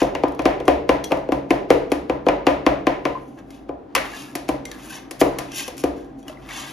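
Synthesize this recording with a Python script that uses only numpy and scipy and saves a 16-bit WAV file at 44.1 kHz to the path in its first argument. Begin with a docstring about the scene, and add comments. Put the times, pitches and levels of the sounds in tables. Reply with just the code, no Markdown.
"""A small hard room: two steel spatulas chop half-frozen cream on a hollow steel cold plate and scrape it.
Blows strike damped plate modes and the hollow below, with noise bursts for knock and edge crack;
free blades clink as ringing modes; scraping is random ice grains driving blade resonances; short pings.
Band-wise noise reverb answers; chiller noise, tones and faint hiss lie below; two close ports pick it up."""
import sys
import numpy as np
from scipy import signal
from scipy.fft import rfft, irfft
from scipy.io import wavfile
from scipy.ndimage import uniform_filter1d

SR = 44100
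rng = np.random.default_rng(int(sys.argv[2]) if len(sys.argv) > 2 else 0)


def materialize(psi):
    """Save the field psi as 16-bit PCM at rate SR to the path in sys.argv[1].

    A 1-D psi becomes a single channel; in a 2-D psi each row is a channel.
    """
    bounded = np.clip(np.atleast_2d(psi).T, -1, 1)
    quanta = np.round(bounded * 32767).astype(np.int16)
    wavfile.write(sys.argv[1], SR, quanta)


N = 296352


def amp(db):
    """Decibels to gain."""
    return 10 ** (np.asarray(db) / 20)


def rms_one(x):
    """Scale to rms 1."""
    return x / np.sqrt(np.mean(x ** 2) + 1e-20)


def at_hz(points, hz, column=1):
    """Interpolate a table on a log-frequency axis."""
    p = np.array(points, float)
    log_hz = np.log(np.maximum(hz, 1))
    return np.interp(log_hz, np.log(np.maximum(p[:, 0], 1)), p[:, column])


def drift(rate_hz):
    """Slow random wander of rms 1: low-passed noise, one value per 40 samples, interpolated."""
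    step, settle = 40, 2000
    r = np.exp(-2 * step * np.pi * rate_hz / SR)
    noise = rng.standard_normal(N // step + settle + 2)
    slow = signal.lfilter([1], [1, -2 * r, r * r], noise)[settle:]
    return np.interp(np.arange(N) / step, np.arange(len(slow)), rms_one(slow))


def butter(x, order, hz, kind="low"):
    """Butterworth filter."""
    return signal.sosfilt(signal.butter(order, hz, kind, fs=SR, output="sos"), x)


def band(x, low_hz, top_hz):
    """Band-pass, steep in the bass, gentle on top."""
    return butter(butter(x, 2, low_hz, "high"), 1, top_hz)


def ring(x, hz, t60_s):
    """Two-pole mode: a unit click sets a decaying sine of height 1 ringing."""
    r = amp(-60 / (t60_s * SR))
    w = 2 * np.pi * hz / SR
    return signal.lfilter([0, np.sin(w)], [1, -2 * r * np.cos(w), r * r], x + 1e-18)


def resonate(x, hz, width_hz):
    """Resonance with gain 1 on top."""
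    r = np.exp(-np.pi * width_hz / SR)
    w = 2 * np.pi * hz / SR
    return signal.lfilter([(1 - r * r) / 2, 0, (r * r - 1) / 2], [1, -2 * r * np.cos(w), r * r], x)


def sing(x, hz, width_hz):
    """Resonance with a moving centre: shift down, low-pass, shift back; rms 1."""
    turn = np.exp(2j * np.pi * np.cumsum(hz) / SR)
    r = np.exp(-np.pi * width_hz / SR)
    return rms_one((turn * signal.lfilter([1], [1, -r], x / turn)).real)


def clicks(times_s, gains):
    """One click at each time."""
    out = np.zeros(N)
    out[(np.asarray(times_s) * SR).astype(int)] = gains
    return out


def burst(times_s, level_db, t60_s):
    """White noise that starts at each contact and decays exponentially."""
    decay = amp(-60 / (t60_s * SR))
    fade = signal.lfilter([1], [1, -decay], clicks(times_s, amp(level_db)) + 1e-18)
    return fade * rng.standard_normal(N)


def crack(times_s, level_db, t60_s, low_hz, top_hz):
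    """A short burst of bright noise at each contact."""
    return band(burst(times_s, level_db, t60_s), low_hz, top_hz)


def struck(times_s, level_db, modes, spread_db, late_cycles, tilt_db=0):
    """Each contact excites every mode with random strength and delay; low modes start later."""
    chance = rng.standard_normal((len(times_s), len(modes), 2))
    out = np.zeros(N)
    for k, (hz, db, t60_s) in enumerate(modes):
        late_s = late_cycles * amp(2.0 * chance[:, k, 1]) / hz
        tilt = tilt_db * np.log2(hz / 550)
        gain = amp(level_db + db + tilt + spread_db * chance[:, k, 0])
        out += (-1) ** k * ring(clicks(times_s + late_s, gain), hz, t60_s)
    return out


# left-right likeness of diffuse sound: f/Hz, correlation
LIKENESS = [(40, 1), (120, 0.92), (250, 0.95), (500, 0.3), (1000, 0.064), (2500, 0.4), (5000, 0.49),
            (9000, 1)]


def pair(mid, side, hz):
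    """Left and right spectra from two unrelated ones, correlated by frequency as the room makes them."""
    alike = np.clip(at_hz(LIKENESS, hz), 0, 1)
    return np.sqrt(1 + alike) * mid + np.sqrt(1 - alike) * side * [[1], [-1]]


def air():
    """Faint treble hiss of the room, unrelated left and right."""
    return amp(-75) * band(rng.standard_normal((2, N)), 4000, 9000)


# rumble spectrum shape: f/Hz, relative density/dB
RUMBLE = [(13, -47), (22, -19), (54, -29), (96, -15), (128, -17), (163, -24), (277, -1.5), (369, -10.5),
          (448, -17.5), (598, -16.5), (708, -15.5), (839, -23.5), (969, -22.5), (1180, -29), (7000, -60.5),
          (9100, -108), (15400, -120)]
# wavering chiller tones: f/Hz, width of each of two resonances/Hz, rms level/dB
HUM_TONES = [(50, 6, -55), (135, 10, -53), (196, 10, -57), (276, 15, -51)]


def chiller():
    """Compressor and fan: shaped-noise rumble, narrow-band noise tones, one faint steady-pitched whine."""
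    rumble_db, whine_hz, whine_db = -42, 782, -59
    hz = np.fft.rfftfreq(N, 1 / SR)
    white = rng.standard_normal((3, N))
    rumble = irfft(pair(rfft(white[0]), rfft(white[1]), hz) * amp(at_hz(RUMBLE, hz)), N)
    tones = np.zeros(N)
    for tone_hz, width_hz, db in HUM_TONES:
        narrow = resonate(resonate(white[2], tone_hz, width_hz), tone_hz, width_hz)
        tones += amp(db) * rms_one(narrow)
    sine = np.sqrt(2) * np.sin(2 * np.pi * whine_hz * np.arange(N) / SR)
    whine = amp(whine_db + 1.5 * drift(3)) * sine
    return amp(rumble_db) * rms_one(rumble) + tones + whine


# reverberation: f/Hz, t60/s, level/dB
REVERB = [(62.7, 0.65, 0.5), (167, 1, -2), (296, 1, -5.5), (443, 0.76, -1.5), (690, 0.52, -2.5),
          (1030, 0.49, -4), (2800, 0.47, -9), (4500, 0.43, -8), (7100, 0.37, -14), (14000, 0.28, -10.5)]


def room(x, build_s=0.0026):
    """Noise reverb: reflections thicken, then each half-octave band decays at its own rate."""
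    size = SR * 3 // 4
    t = np.arange(size) / SR
    hz = np.fft.rfftfreq(size, 1 / SR)
    white = pair(*rfft(rng.standard_normal((2, size))), hz)
    growth = 1 - np.exp(-(t / build_s) ** 2)
    answer = 0
    for centre_hz in 35 * 2 ** np.arange(0, 9.1, .5):
        window = np.clip(1 - np.abs(np.log2(hz / centre_hz + 1e-9)) * 2, 0, 1)
        noise = irfft(white * window, size)
        fade = amp(-60 * t / at_hz(REVERB, centre_hz)) * growth
        level = amp(at_hz(REVERB, centre_hz, column=2))
        answer = answer + level * noise * fade / np.sqrt(np.sum(fade ** 2))
    return signal.fftconvolve(x[None], answer, axes=1)[:, :N]


def spots(count):
    """Blade positions as gates: blows are dealt to them in turn, with a short blend."""
    s = np.transpose(BLADE_BLOWS)[0]
    last = np.maximum(np.searchsorted(s - .008, np.arange(N) / SR) - 1, 0) % count
    return [uniform_filter1d(1.0 * (last == k), size=200) for k in range(count)]


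# boom sent to the walls: f/Hz, level against the blow's boom/dB
WALL_BOOM = [(150, 17.5), (330, 26), (480, 37), (650, 41.5), (850, 34.5), (1050, 36.5), (1400, 24),
             (3000, -15)]
# knock sent to the walls: f/Hz, level against the blow's knock/dB
WALL_KNOCK = [(500, -0.5), (1200, 9), (1900, 19), (2500, 17.5), (3300, 10), (4500, 2), (7000, -1.5),
              (14000, -19)]
# crack sent to the walls: f/Hz, level against the blow's crack/dB
WALL_CRACK = [(2000, -7), (4000, 13), (6000, 14.5), (10000, 17), (16000, -3)]


def far_blows():
    """Each blow as one smooth-spectrum puff for the walls, where the plate modes run together."""
    s, _, boom_db, bright_db, knock_db, edge_db = np.transpose(BLADE_BLOWS)
    hz, late_s = np.fft.rfftfreq(N, 1 / SR), s + .001
    dull = rfft(clicks(late_s, amp(boom_db)))
    bright = rfft(clicks(late_s, amp(boom_db + bright_db)))
    share = np.clip(np.log2(hz / 550 + 1e-9), 0, 1)   # brightness enters over the octave from 550 Hz
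    boom = ((1 - share) * dull + share * bright) * amp(at_hz(WALL_BOOM, hz))
    knock = rfft(clicks(late_s, amp(knock_db))) * amp(at_hz(WALL_KNOCK, hz))
    edge = rfft(clicks(late_s, amp(edge_db))) * amp(at_hz(WALL_CRACK, hz))
    return irfft(boom + knock + edge, N)


# narrow-band returns from near surfaces: delay/s, f/Hz, drive level against boom/dB, t60/s
NEAR_ECHOES = [(.014, 540, -39.5, 0.088), (.03, 695, -46.5, 0.054), (.045, 624, -44, 0.082),
               (.068, 580, -49, 0.11)]


def echoes():
    """Near surfaces return each boom in soft-swelling bands from alternate sides, later at the far port."""
    follows_bright = 0.94   # dB per (dB/oct) of boom tilt
    lag = int(.0004 * SR)
    s, _, boom_db, bright_db = np.transpose(BLADE_BLOWS)[:4]
    chance = rng.standard_normal((len(s), len(NEAR_ECHOES)))
    out = np.zeros((2, N))
    for k, (late_s, hz, db, t60_s) in enumerate(NEAR_ECHOES):
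        level_db = boom_db + db + follows_bright * bright_db + 2.0 * chance[:, k]
        echo = ring(ring(clicks(s + late_s, amp(level_db)), hz, t60_s), hz, .03)
        out[k % 2] += echo
        out[1 - k % 2, lag:] += echo[:-lag]
    return out


# brief pings from blade or cream: t/s, drive level/dB, f/Hz, t60/s
PITCHED_PINGS = [(3.152, -51, 1030, 0.078), (3.173, -49.5, 1030, 0.019), (3.952, -43.5, 1134, 0.031),
                 (4.716, -63, 1760, 0.03), (4.728, -66, 1700, 0.03), (4.743, -69, 1680, 0.037),
                 (4.762, -72, 1660, 0.04), (4.968, -69, 3380, .03), (4.904, -63.5, 1560, 0.058),
                 (6.281, -53.5, 2890, 0.012), (6.2806, -61, 5470, 0.0083), (6.286, -74, 616, .05),
                 (6.297, -58, 617, 0.06), (6.372, -63, 2060, 0.012)]


def pings():
    """Two cascaded resonances per ping: a swell of some milliseconds, then a brief ring."""
    return sum(ring(ring(clicks([s], amp(db)), hz, t60_s), hz, .012) for s, db, hz, t60_s in PITCHED_PINGS)


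# blade on blade: t/s, first blade ring/dB, second blade ring/dB, edge crack/dB
BLADE_CLINKS = [(0.029, -44, -60, -26), (0.282, -66, -66, -35), (0.32, -70, -70, -39.5),
                (0.3483, -66, -66, -40), (0.42, -64, -62, -37), (0.654, -49, -50, -40),
                (1.0402, -30.5, -68, -23), (1.0435, -37, -70, -25), (1.172, -74, -72, -38),
                (1.1894, -66, -59, -54), (1.901, -56, -66, -47), (3.5057, -56, -54, -35.5),
                (4.6535, -52, -32, -27), (4.7148, -61, -57, -24.5), (5.518, -42, -60, -29),
                (6.193, -76, -60, -51), (6.228, -57.5, -72, -55)]
# first free blade: f/Hz, level/dB, t60/s
BLADE_A = [(2105, -11, .07), (2470, -10, .08), (3290, 0, .085), (4700, -18, .05), (5860, 0, .06),
           (6640, -4, .06), (7800, -4, .06), (8700, -8, .05), (10070, -5, .04), (11100, -8, .04),
           (11750, -11, .04)]
# second free blade: f/Hz, level/dB, t60/s
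BLADE_B = [(2110, -1.5, 0.08), (2810, -10, .05), (3800, -19, .05), (4270, -20, .1), (4630, -15, .05),
           (5190, -15, .05), (5930, -1, 0.041), (7260, -6, .07), (9700, -4, .05)]


def clinks():
    """The free blades ring at their own high modes, with a crack at the edge."""
    s, first_db, second_db, edge_db = np.transpose(BLADE_CLINKS)
    rings = struck(s, first_db, BLADE_A, spread_db=1.0, late_cycles=3.0)
    rings = rings + struck(s, second_db, BLADE_B, spread_db=2.0, late_cycles=3.0)
    flutter = amp(2.0 * drift(120))   # cream and grip
    return rings * flutter + crack(s, edge_db, 0.027, 1700, 7100)


# blade edge over frost; pressure bends the blade and shifts its modes:
# peak t/s, rise/s, fall/s, level/dB, tilt/(dB/oct), singing level/dB, second singing mode f/Hz
SCRAPE_STROKES = [(0.005, 0.0099, 0.096, -41, -2, 0.5, 1590), (0.3, 0.19, 0.25, -66, -6, 1, 1590),
                  (3.3, 0.48, 0.18, -69.5, 3.5, -3, 1590), (3.388, 0.016, 0.024, -58.5, -5.5, 5.5, 1590),
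                  (3.55, 0.11, 0.11, -61.5, -1, 1, 1590), (4.06, 0.073, 0.085, -52, -6, 1, 1690),
                  (4.152, 0.05, 0.043, -54, 0, 8, 1680), (4.19, 0.18, 0.17, -45.5, 1, -0.5, 1674),
                  (4.484, 0.0045, 0.004, -43.5, 3, 7, 1590), (4.72, 0.085, 0.23, -56.5, -3.5, -1.5, 1670),
                  (4.85, 0.096, 0.092, -49, 2.5, -3, 1544), (4.906, 0.017, 0.064, -50, 9, -1, 1590),
                  (4.95, 0.085, 0.082, -45, 0, 2, 1590), (5.208, 0.013, 0.013, -32.5, 7.5, -6, 1590),
                  (5.42, 0.22, 0.087, -60, -8, -3, 1590), (5.561, 0.035, 0.038, -51.5, 15, 5, 1590),
                  (5.596, 0.092, 0.11, -36.5, 3, 1.5, 1590), (5.801, 0.026, 0.038, -45, 5, 0, 1590),
                  (5.834, 0.01, 0.0048, -59, -2, -10, 1590), (5.98, 0.11, 0.2, -62.5, -3.5, 1, 1590),
                  (6.19, 0.032, 0.16, -73, 13, 5, 1590), (6.297, 0.044, 0.04, -50.5, -2, -1, 1590),
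                  (6.42, 0.094, 0.11, -65, -3, -8, 1590), (6.491, 0.0049, 0.1, -51, -4.5, 4, 1670),
                  (6.575, 0.12, 0.21, -40.5, 0.5, 4.5, 1665), (6.7, 0.072, 0.12, -55, 0, -2, 1560)]


def strokes():
    """Each stroke swells and fades, brightest at its peak; gives level, tilt, singing and pitch in time."""
    swell_db, swell_shape = 21, 1.22   # drop at one rise or fall time from the peak; 1 pointed, 2 round
    dulling = 0.26   # dB/oct lost per dB below the peak
    t, level, mix = np.arange(N) / SR, 1e-9, np.zeros((3, N))
    for s, rise_s, fall_s, level_db, tilt_db, sing_db, hz in SCRAPE_STROKES:
        near = slice(int(max(s - 4 * rise_s, 0) * SR), int((s + 4 * fall_s) * SR))
        away = np.where(t[near] < s, (s - t[near]) / rise_s, (t[near] - s) / fall_s)
        down_db = swell_db * away ** swell_shape
        gain = np.zeros(N)
        gain[near] = amp(level_db - down_db)
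        settings = np.array(np.broadcast_arrays(tilt_db - dulling * down_db, sing_db, hz))
        mix[:, near] += gain[near] * settings
        level = level + gain
    return level, *(mix / level)   # overlapping strokes averaged by level


# broad blade resonances under friction: f/Hz, width/Hz, level at zero tilt/dB
BROAD_MODES = [(900, 520, -1.5), (1800, 1700, 6.5), (2620, 800, 4.5), (3430, 4300, 0), (4240, 1650, -2),
               (7260, 3500, 4.5), (8220, 3000, 5), (9240, 3300, 4), (12400, 4000, -34), (14600, 1800, -12)]
# narrow singing blade modes, pitch before bending: f/Hz, width/Hz, level at zero tilt/dB
SINGING_MODES = [(1070, 95, -12.5), (1590, 87, -3), (1760, 105, -7.5), (1894, 80, -8.5), (2120, 70, -6.5),
                 (2444, 100, -12.5), (2596, 65, -8.5), (3000, 80, -10.5), (3366, 57, -7.5),
                 (3690, 62, -14.5), (4260, 90, -18.5), (4800, 80, -23), (5510, 104, -8.5),
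                 (5970, 140, -12.5), (6120, 140, -16.5), (6760, 120, -9)]


def scrape():
    """Dense uneven ice grains break under the edge and drive broad and singing blade resonances."""
    grains_per_s = 7000
    sizes = amp(2.4 * np.minimum(rng.exponential(1, N), 5))
    grains = sizes * rng.choice([-1, 1], N) * (rng.random(N) < grains_per_s / SR)
    grains *= amp(1.5 * drift(150))   # the edge sticks and slips
    level, tilt, sing_db, pitch_hz = strokes()
    broad, narrow = np.zeros(N), np.zeros(N)
    for k, (hz, width_hz, db) in enumerate(BROAD_MODES):
        gain = amp(db + tilt * np.log2(hz / 4000) + 1.0 * drift(12))
        broad += (-1) ** k * rms_one(resonate(grains, hz, width_hz)) * gain
    bend = pitch_hz / SINGING_MODES[1][0]
    for hz, width_hz, db in SINGING_MODES:
        moving_hz = hz * bend * (1 + .013 * drift(6))
        gain = amp(db + 0.65 * tilt * np.log2(hz / 3000) + 3.2 * drift(25))   # fits of singing
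        narrow += sing(grains, moving_hz, width_hz) * gain
    return level * (broad + amp(sing_db) * narrow)


# hollow body under the plate, lowest pair beats: f/Hz, drive level/dB, t60/s
HOLLOW_MODES = [(281.1, -9, 0.42), (298.4, -5.5, 0.3), (314.3, -7, 0.16), (331.3, -6.5, 0.21),
                (353.7, -16.5, 0.43), (361.4, -24.5, 0.43)]


def hollow():
    """Air and walls under the plate ring from one push just after the touch, so the low pair beats."""
    late_s = 0.0022
    s, hollow_db = np.transpose(BLADE_BLOWS)[:2]
    push = butter(clicks(s + late_s, amp(hollow_db)) + 1e-18, 2, [200, 500], "band")
    return sum(amp(db) * ring(push, hz, t60_s) for hz, db, t60_s in HOLLOW_MODES)


# blade on plate: t/s, hollow/dB, plate boom/dB, boom tilt/(dB/oct), plate knock/dB, edge crack/dB
BLADE_BLOWS = [(0.017, -12, -11.5, -5, -6.5, -31), (0.151, -32, -21, -4.5, -7, -38),
               (0.236, -14, -16.5, -1.5, -9, -60), (0.393, -19.5, -21, 1, -8, -34),
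               (0.455, -10, -11.5, 1, 2, -25), (0.602, -27, -25, -8, -17, -41),
               (0.68, -11, -10.5, 1.5, 1, -21), (0.892, -12, -13, 2.5, 1.5, -22.5),
               (1.1096, -29, -18, -10, -21, -41), (1.119, -17, -13.5, -4, -4.5, -26),
               (1.289, -21, -23.5, -18, -24, -69), (1.321, -14, -16, -1, -7.5, -26),
               (1.506, -10.5, -12, -4.5, -1, -21.5), (1.704, -10.5, -10, -2, 2, -16.5),
               (1.918, -14, -18, -3, -6, -17.5), (2.097, -16.5, -18.5, 0, -9, -39),
               (2.266, -15, -14.5, -2.5, -10.5, -56), (2.286, -16, -15.5, 2.5, -0.5, -60),
               (2.468, -11, -13, 3.5, 3, -22), (2.665, -10, -11.5, 1, 2, -27),
               (2.869, -12.5, -15.5, 3, 0.5, -34), (3.053, -17.5, -18.5, 2, -3.5, -33),
               (3.692, -26.5, -25.5, -3.5, -28.5, -71), (3.951, -34, -32, 14, 3, -5.5),
               (3.962, -36.5, -28, 2, 1, -28), (3.979, -30.5, -39, 1, -4, -40),
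               (4.353, -24.5, -30, -1, -10.5, -13.5), (4.489, -16, -18, -3.5, -8, -18.5),
               (5.11, -35.5, -39.5, 2, -17, -18), (5.2134, -9.5, -10, -2.5, -0.5, -13.5),
               (5.386, -35, -35.5, 10, -9.5, -13), (5.679, -37, -32.5, -2, -17, -18.5),
               (5.768, -41, -58, -2, -36, -30), (5.779, -60, -62, 0, -24.5, -23),
               (5.838, -14.5, -16.5, -5, -10.5, -19), (6.281, -40, -42, 1, -23, -27.5)]
# plate modes damped by cream and frost: f/Hz, level/dB, t60/s
PLATE_MODES = [(417.6, -4, 0.06), (471, -5, 0.021), (485, 6.5, 0.059), (512, 5, 0.035), (597, 2, 0.032),
               (632, 3.5, 0.039), (712, -0.5, 0.04), (746.5, -2.5, 0.09), (805.4, -5.5, 0.051),
               (925, -10, 0.11), (947, 0.5, 0.025), (1030, -5, 0.07), (1168, -4, 0.034)]
# box and table under the plate: f/Hz, level/dB, t60/s
STAND_MODES = [(33.5, -36.5, 0.63), (52, -27, 0.11), (69.5, -27, 0.22), (133.64, -31, 0.57),
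               (205.2, -22, 0.15)]
# dense upper plate modes in clusters: f/Hz, width/Hz, level/dB
KNOCK_CLUSTERS = [(1160, 680, -5.5), (1860, 670, -1), (2444, 733, 2), (3100, 1920, -6.5), (4050, 1200, -11)]


def blows():
    """Low plate modes boom, upper ones knock, the edge cracks, the stand thuds; also the low part alone."""
    thud_db, plunge_db = 6, -10   # against the boom
    tick_db = 4.5   # against the knock
    s, _, boom_db, bright_db, knock_db, edge_db = np.transpose(BLADE_BLOWS)
    boom = struck(s, boom_db, PLATE_MODES, spread_db=2.0, late_cycles=.45, tilt_db=bright_db)
    boom = butter(boom, 2, [230, 1600], "band")   # a small plate radiates no deep bass
    thud = butter(struck(s, boom_db + thud_db, STAND_MODES, spread_db=1.5, late_cycles=0.11), 2, 250)
    grit = burst(s, knock_db, 0.032)
    knock = np.zeros(N)
    for k, (hz, width_hz, db) in enumerate(KNOCK_CLUSTERS):
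        knock += (-1) ** k * amp(db) * resonate(grit, hz, width_hz)
    # time-reversed burst: the blade cuts the cream just before it lands
    cut = burst((N - 1) / SR - s, boom_db + plunge_db, 0.044)[::-1]
    plunge = resonate(cut, 650, 590)
    # first touch of steel on steel
    tick = band(band(clicks(s, amp(knock_db + tick_db)), 2400, 5300), 1300, 5300)
    edge = crack(s, edge_db, 0.034, 5800, 6100)
    wall_lows = amp(-5.0) * boom + thud
    return boom + thud + knock + plunge + tick + edge, wall_lows


def scene():
    """Plate and blades near the ports, the room around them, the chiller below."""
    body, (hits, lows), blades, small = hollow(), blows(), clinks() + scrape(), pings()
    to_walls = amp(-8.0) * body + lows + far_blows() + blades + amp(-11.0) * small
    reverb = sum(room(to_walls * share) for share in spots(count=4))   # own reverb for each spot
    plate_side = amp(np.array([[1], [-1]]))   # left +1 dB, right -1 dB
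    near = (body + hits + echoes()) * plate_side + blades + small
    return near + reverb + chiller() + air()


# phase between the ports: f/Hz, left lead/rad
PHASE_LEAD = [(0, 0), (520, 0.3), (950, -0.3), (3010, 0.8), (4220, -0.0), (4820, 0.5), (5860, -0.0),
              (6800, -1.0), (7670, -2.9), (9470, -3.8), (10400, -6.0), (12000, -6.5), (13000, -7.8),
              (13900, -9.3), (16100, -9.5)]
# level between the ports: f/Hz, left minus right/dB
BALANCE = [(60, 0), (500, 0.5), (1200, 1), (3000, 3), (7000, 2), (14000, -1.5)]


def record(dry):
    """The two ports differ in phase and level by frequency; peaks are rounded, the top is cut."""
    cutoff_hz, ceiling = 16800, .97
    hz = np.fft.rfftfreq(N, 1 / SR)
    lead_rad = np.interp(hz, *np.transpose(PHASE_LEAD))
    half = amp(at_hz(BALANCE, hz) / 2) * np.exp(.5j * lead_rad)
    ports = irfft(rfft(dry) * [half, 1 / half], N)
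    rounded = ports / (1 + (ports / ceiling) ** 6) ** (1 / 6)
    return signal.sosfilt(signal.cheby2(12, 70, cutoff_hz, fs=SR, output="sos"), rounded)


dry = scene()
out = record(dry)
materialize(out)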